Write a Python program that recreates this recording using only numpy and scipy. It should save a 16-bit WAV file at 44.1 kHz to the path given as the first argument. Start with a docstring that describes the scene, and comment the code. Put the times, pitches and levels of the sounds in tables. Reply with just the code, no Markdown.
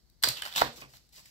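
"""A leaf is torn off a calendar pad on a wooden table, close to the microphone, in a small room.
At 0.23 s the glued edge gives with a sharp rip of snapping fibres, then crackles on.
From 0.56 s it lets go in a last fast tear; at 0.62 s the freed sheet pops taut and the pad rings the table.
Then the loose leaf flaps and rustles softly as the hand turns it over. Faint rumble and hiss throughout."""
import sys
import numpy as np
from scipy import signal
from scipy.fft import rfft, irfft
from scipy.io import wavfile

SR = 44100
rng = np.random.default_rng(int(sys.argv[2]) if len(sys.argv) > 2 else 0)


def store_pcm(level_fs):
    """Save levels as 16-bit WAV."""
    pcm = np.round(np.clip(level_fs, -1, 1) * 32767).astype(np.int16)
    wavfile.write(sys.argv[1], SR, np.atleast_2d(pcm).T)


N = 57330
T = np.arange(N) / SR


def amp(db):
    """Decibels to gain."""
    return 10 ** (np.asarray(db) / 20)


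def lookup(points, hz):
    """Table value at hz, interpolated over log frequency."""
    f, value = np.transpose(points)
    return np.interp(np.log(hz + 1), np.log(f + 1), value)


def colour(x, points, tilt_db_per_oct=0, pivot_hz=4000):
    """Minimum-phase filter with the given spectrum, tilted about a pivot."""
    hz = abs(np.fft.fftfreq(4096, 1 / SR))
    octaves = np.log2(np.maximum(hz, pivot_hz / 6) / pivot_hz)
    log_gain = np.log(amp(lookup(points, hz) + tilt_db_per_oct * octaves))
    taps = np.fft.ifft(np.exp(np.conj(signal.hilbert(log_gain)))).real[:2048]
    return signal.fftconvolve(x, taps)[:N]


def resonate(x, hz, width_hz):
    """Unity-gain resonance at a steady or moving frequency."""
    carrier = np.exp(2j * np.pi * np.cumsum(hz * np.ones(N)) / SR)
    pole = np.exp(-np.pi * width_hz / SR)
    return 2 * (carrier * signal.lfilter([1 - pole], [1, -pole], x / carrier + 1e-18)).real


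def crackle(per_s, spread_db):
    """Random clicks of uneven size, rms 1."""
    size = amp(spread_db * np.minimum(rng.exponential(1, N), 3))
    clicks = size * rng.choice([-1, 1], N) * (rng.random(N) < per_s / SR)
    return clicks / (clicks.std() + 1e-12)


def strike(start_s, rise_s, decay_s):
    """Envelope: linear rise, exponential fall."""
    age = np.maximum(T - start_s, 0)
    return np.minimum(age / rise_s, 1) * np.exp(-np.maximum(age - rise_s, 0) / decay_s)


# fibre bursts, plus the sheet's pop crack at 0.6196 s: t/s, level/dB, decay/s, tilt/(dB/oct), sheet ring/dB,
# sheet ring/Hz
SNAPS = [(.099, -68, 0.0016, 9, 7.5, 4300), (0.2265, -27, 0.0021, 2.5, -21, 4384),
         (0.2348, -22, .002, 0.5, -12, 4274), (.236, -14, 0.0026, 0, 5, 4120),
         (0.2412, -19, .003, -4, 7.5, 4800), (0.274, -26, 0.0011, -2, 2.5, 4460),
         (0.287, -17.5, 0.0023, 2, -22, 4300), (0.372, -38, 0.0029, -3, 6.5, 3200),
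         (0.4208, -24, 0.0013, -1, 4, 3000), (.423, -42, 0.0023, -9.5, 13, 3000),
         (0.4328, -41, .002, -3.5, 2.5, 3100), (0.452, -32, 0.005, -3.5, -16.5, 3200),
         (0.4614, -36, 0.0041, -6.5, -12.5, 3190), (0.4736, -42, 0.0034, -9, -17, 3200),
         (0.4816, -37, 0.00098, 0, -7, 3200), (0.5253, -38.5, 0.00086, -1, 13, 3300),
         (0.5379, -33.5, 0.00091, -1.5, -2, 3300), (0.5613, -14.5, 0.00053, -1.8, -3, 3400),
         (0.5675, -42.5, 0.0044, 7.5, 4.5, 3350), (0.615, -21.5, 0.0012, -10, -9.5, 4000),
         (0.6196, -26, 0.00092, -3.5, 8.5, 1680), (0.9361, -50.5, 0.0044, -7, -2.5, 3400),
         (0.9696, -43.5, .001, -1, -6.5, 4000), (1.091, -54.5, 0.0012, 2.5, -18, 4000),
         (1.1258, -62.5, 0.0055, 4.5, 2, 5170), (1.1794, -61.5, .005, 1, -24.5, 4000),
         (1.257, -52.5, 0.005, 1.5, 3, 2400), (1.282, -68, .002, -3, -9, 4000)]
# snap spectrum: f/Hz, level/dB
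SNAP_SPECTRUM = [(40, -15.5), (130, -18), (300, -25.5), (600, -10.5), (1000, 0), (2100, -4), (2650, -11.5),
                 (3300, -3), (4900, 1), (6300, -3.5), (8000, 3.5), (10500, 0.5), (15000, 0.5)]

def snaps():
    """Bundles of fibres break at once and ring the stretched sheet; the burst at 0.6196 s is the treble crack
    of the sheet popping taut."""
    fibres = crackle(per_s=24000, spread_db=1.5)
    out = np.zeros(N)
    for start_s, db, decay_s, tilt_db_per_oct, ring_db, ring_hz in SNAPS:
        burst = fibres * amp(db) * strike(start_s, 0.00019, decay_s)
        ring = amp(ring_db) * resonate(burst, ring_hz, width_hz=590)
        out += colour(burst + 2 * ring, SNAP_SPECTRUM, tilt_db_per_oct)
    return out


# tear along the binding: t/s, level/dB, sheet ring/Hz, sheet ring/dB
TEAR_PATH = [(.222, -58.5, 4300, 4), (.246, -37, 4400, 12.5), (.262, -46.5, 4130, 12),
             (.283, -33, 4240, 2.5), (.335, -55, 4210, -12.5), (0.364, -57, 3228, 17), (.387, -47, 3230, 6),
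             (.412, -58.5, 3104, 4), (.445, -48.5, 3025, 6.5), (.475, -44, 3200, -9.5),
             (.505, -58, 3400, 0.5), (0.558, -42, 3350, 8.5), (.566, -32, 3334, 2.5), (.598, -29, 4070, 1),
             (.617, -34, 3920, -11.5), (.635, -46.5, 4200, -2.5), (.7, -73.5, 4200, -1.5)]
# tear spectrum: f/Hz, level/dB
TEAR_SPECTRUM = [(40, -4), (150, -3), (350, -13), (650, -1.5), (1200, 6), (2000, -6), (2700, -2.5),
                 (4500, -3.5), (8000, -1), (10500, -8.5), (14000, 3), (15500, -3.5)]

def tear():
    """Fibres and stouter bundles part one by one; the sheet's ring moves with the free length."""
    t_s, db, ring_hz, ring_db = np.transpose(TEAR_PATH)
    fibres = crackle(per_s=3400, spread_db=9)
    bundles = amp(-1.5) * crackle(per_s=130, spread_db=2.5)
    breaks = (fibres + bundles) * amp(np.interp(T, t_s, db, left=-120, right=-120))
    drive = breaks * amp(np.interp(T, t_s, ring_db))
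    ring = resonate(drive, np.interp(T, t_s, ring_hz), width_hz=480)
    return colour(breaks + 2 * ring, TEAR_SPECTRUM)


POP_S = 0.6193

def pop(start_hz=1435, end_hz=716, sag_s=0.0006, rise_s=0.00074, low_cut_hz=380):
    """The sheet flips taut, its pitch falling as it flattens; so small a sheet radiates little bass."""
    age = np.maximum(T - POP_S, 0)
    hz = end_hz + (start_hz - end_hz) * np.exp(-age / sag_s)
    phase = 2 * np.pi * np.cumsum(hz * (age > 0)) / SR
    swell = (age / rise_s * np.exp(1 - age / rise_s)) ** 2
    swings = -amp(-2) * swell * np.sin(phase)
    return signal.sosfilt(signal.butter(2, low_cut_hz, "highpass", fs=SR, output="sos"), swings)


# pad and table modes: f/Hz, level/dB, t60/s
TABLE_MODES = [(133, -49.5, 0.36), (238, -40, 0.27), (309, -33, 0.14), (483, -33, 0.12), (779, -31.5, 0.22),
               (942.7, -23, 0.11), (1120, -31.5, 0.071), (1458, -36, 0.141)]

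def table_ring():
    """The pad drops back as the sheet lets go and rings the table top."""
    age = np.maximum(T - POP_S, 0)
    return sum(amp(db - 60 * age / t60_s) * np.sin(2 * np.pi * hz * age)
               for hz, db, t60_s in TABLE_MODES)


# bumps on the pad: t/s, level/dB, decay/s, tilt/(dB/oct)
BUMPS = [(0.239, -23.5, 0.024, -1.5), (0.272, -9.5, 0.0064, 0), (0.287, -25, 0.016, -3.5),
         (.625, -16.5, 0.034, 1), (0.662, -30, 0.013, 4), (0.777, -34.5, 0.051, 0.5),
         (0.818, -30, 0.019, 4), (0.839, -36.5, 0.024, -3), (1.178, -44, 0.024, 5.5)]
# bump spectrum: f/Hz, level/dB
BUMP_SPECTRUM = [(25, -35.5), (45, -3.5), (65, 1.5), (95, -7), (130, 6.5), (180, -9), (300, -6),
                 (600, -5.5), (1200, -8), (1800, -25), (2500, -20.5), (8000, -62)]

def bumps():
    """Sheet and hand knock the pad: dull flaps and nudges."""
    contact = crackle(per_s=5500, spread_db=0.5)
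    out = np.zeros(N)
    for start_s, db, decay_s, tilt_db_per_oct in BUMPS:
        push = contact * amp(db) * strike(start_s, 0.001, decay_s)
        out += colour(push, BUMP_SPECTRUM, tilt_db_per_oct, pivot_hz=324)
    return out


# friction swells: peak t/s, level/dB, rise/s, fall/s
RUSTLES = [(.668, -52, .015, 0.0227), (0.731, -54, 0.0075, 0.018), (0.775, -47.5, .018, .018),
           (0.81, -46.5, 0.0085, 0.013), (.9, -62, .02, .02), (.955, -55, 0.034, 0.025),
           (1.03, -73, 0.026, 0.15), (1.134, -56, .008, 0.024), (1.181, -51, 0.031, 0.027),
           (1.272, -57, 0.036, .04)]
# rustle spectrum: f/Hz, level/dB
RUSTLE_SPECTRUM = [(40, -15), (140, 7.5), (350, -13), (900, -4.5), (1500, -9), (2300, -10), (5000, 0),
                   (8000, 0.5), (11000, -4), (15000, -1.5)]

def rustle():
    """The loose leaf slides on the fingers: fine friction grains with small crinkles among them."""
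    swells = sum(amp(db) * np.exp(-((T - peak_s) / np.where(T < peak_s, rise_s, fall_s)) ** 2)
                 for peak_s, db, rise_s, fall_s in RUSTLES)
    grains = crackle(per_s=4200, spread_db=3.5)
    crinkles = amp(-3.5) * crackle(per_s=250, spread_db=0.89)
    return colour((grains + crinkles) * swells, RUSTLE_SPECTRUM)


# room decay: f/Hz, t60/s
ROOM_T60 = [(80, 0.17), (300, 0.489), (1000, 0.22), (4000, 0.33), (8000, 0.27), (15000, 0.19)]

def echoes(near_db, room_db, near_decay_s=0.0019, build_s=0.016, coherent_hz=850, size=26000):
    """Impulse response at two microphone ports: quick echoes off hand and table, then the room's tail."""
    near = rng.choice([-1., 1.], (2, size)) * (rng.random((2, size)) < 0.15)
    near *= strike(0.0004, 0.00022, near_decay_s)[:size]
    hz, t_s, noise = signal.stft(rng.standard_normal((2, size)), SR, nperseg=256)
    coherence = 1 / (1 + (hz[:, None] / coherent_hz) ** 4)
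    noise[1] = coherence * noise[0] + np.sqrt(1 - coherence ** 2) * noise[1]
    decay = amp(-60 * t_s / lookup(ROOM_T60, hz)[:, None])
    tail = signal.istft(noise * decay, SR, nperseg=256)[1][:, :size]
    tail *= np.minimum(T[:size] / build_s, 1)
    return sum(amp(db) * part / np.linalg.norm(part, axis=1, keepdims=True)
               for db, part in ((near_db, near), (room_db, tail)))


def room(x, left_lag_s, near_db, room_db, paths=1, cycle_s=0.09):
    """Direct sound at both ports plus echoes; a moving sheet cycles through several echo paths."""
    hz = np.fft.rfftfreq(2 * N, 1 / SR)
    delays = np.exp(1j * np.pi * hz * left_lag_s * np.array([[-1], [1]]))
    direct = irfft(rfft(x, 2 * N) * delays)[:, :N]
    turns = T / cycle_s - np.arange(paths)[:, None] / paths
    feeds = np.maximum(np.cos(2 * np.pi * turns), 1e-6)
    feeds /= np.linalg.norm(feeds, axis=0)
    return direct + sum(signal.fftconvolve((x * feed)[None], echoes(near_db, room_db), axes=1)[:, :N]
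                        for feed in feeds)


# noise floor: f/Hz, level/dB
FLOOR_SPECTRUM = [(20, -43.5), (50, -32), (90, -43), (140, -47.5), (200, -53.5), (500, -65), (1000, -68),
                  (2500, -82), (4500, -69), (8000, -72), (15000, -75)]

def background():
    """Faint room rumble and hiss, partly common to both ports."""
    common, left, right = rng.standard_normal((3, N))
    return np.array([colour(0.59 * common + 0.86 * own, FLOOR_SPECTRUM) for own in (left, right)])


def scene():
    """Paper, pad and table in the room."""
    paper_lag_s, pad_lag_s = -0.00028, 0.00027
    return (room(snaps(), paper_lag_s, near_db=-5, room_db=-7, paths=4)
            + room(tear() + rustle(), paper_lag_s, near_db=-3, room_db=-5, paths=4)
            + room(pop(), pad_lag_s, near_db=-19.5, room_db=-21.5)
            + room(bumps() + table_ring(), pad_lag_s, near_db=-17.5, room_db=-14.5)
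            + background())


# microphone port responses: f/Hz, level/dB
LEFT_RESPONSE = [(60, -4), (300, -0.5), (1200, -5), (2200, 3.5), (3000, 1.5), (4400, -4), (5200, 0.5),
                 (8100, 0.5), (9000, -7), (10500, -3), (12400, 0), (14000, -2.5), (15600, -3.5)]
RIGHT_RESPONSE = [(60, -12.5), (300, -1), (1200, -1), (2000, 9), (2600, 6), (3300, 3.5), (4400, 8),
                  (5600, 1), (6400, -12.5), (7300, -29.5), (8400, -16), (9500, -24.5), (12000, -1.5),
                  (14000, -14.5), (15600, -21)]
LOW_CUT_HZ, HIGH_CUT_HZ = 39.76, 15800

def record(dry):
    """Microphone: each port's response, rumble filter, band limit."""
    ports = np.array([colour(dry[0], LEFT_RESPONSE), colour(dry[1], RIGHT_RESPONSE)])
    highpass = signal.butter(4, LOW_CUT_HZ, "highpass", fs=SR, output="sos")
    lowpass = signal.firwin(401, HIGH_CUT_HZ, window=("kaiser", 8), fs=SR)
    return signal.oaconvolve(signal.sosfilt(highpass, ports), lowpass[None], "same")


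dry = scene()
out = record(dry)
store_pcm(out)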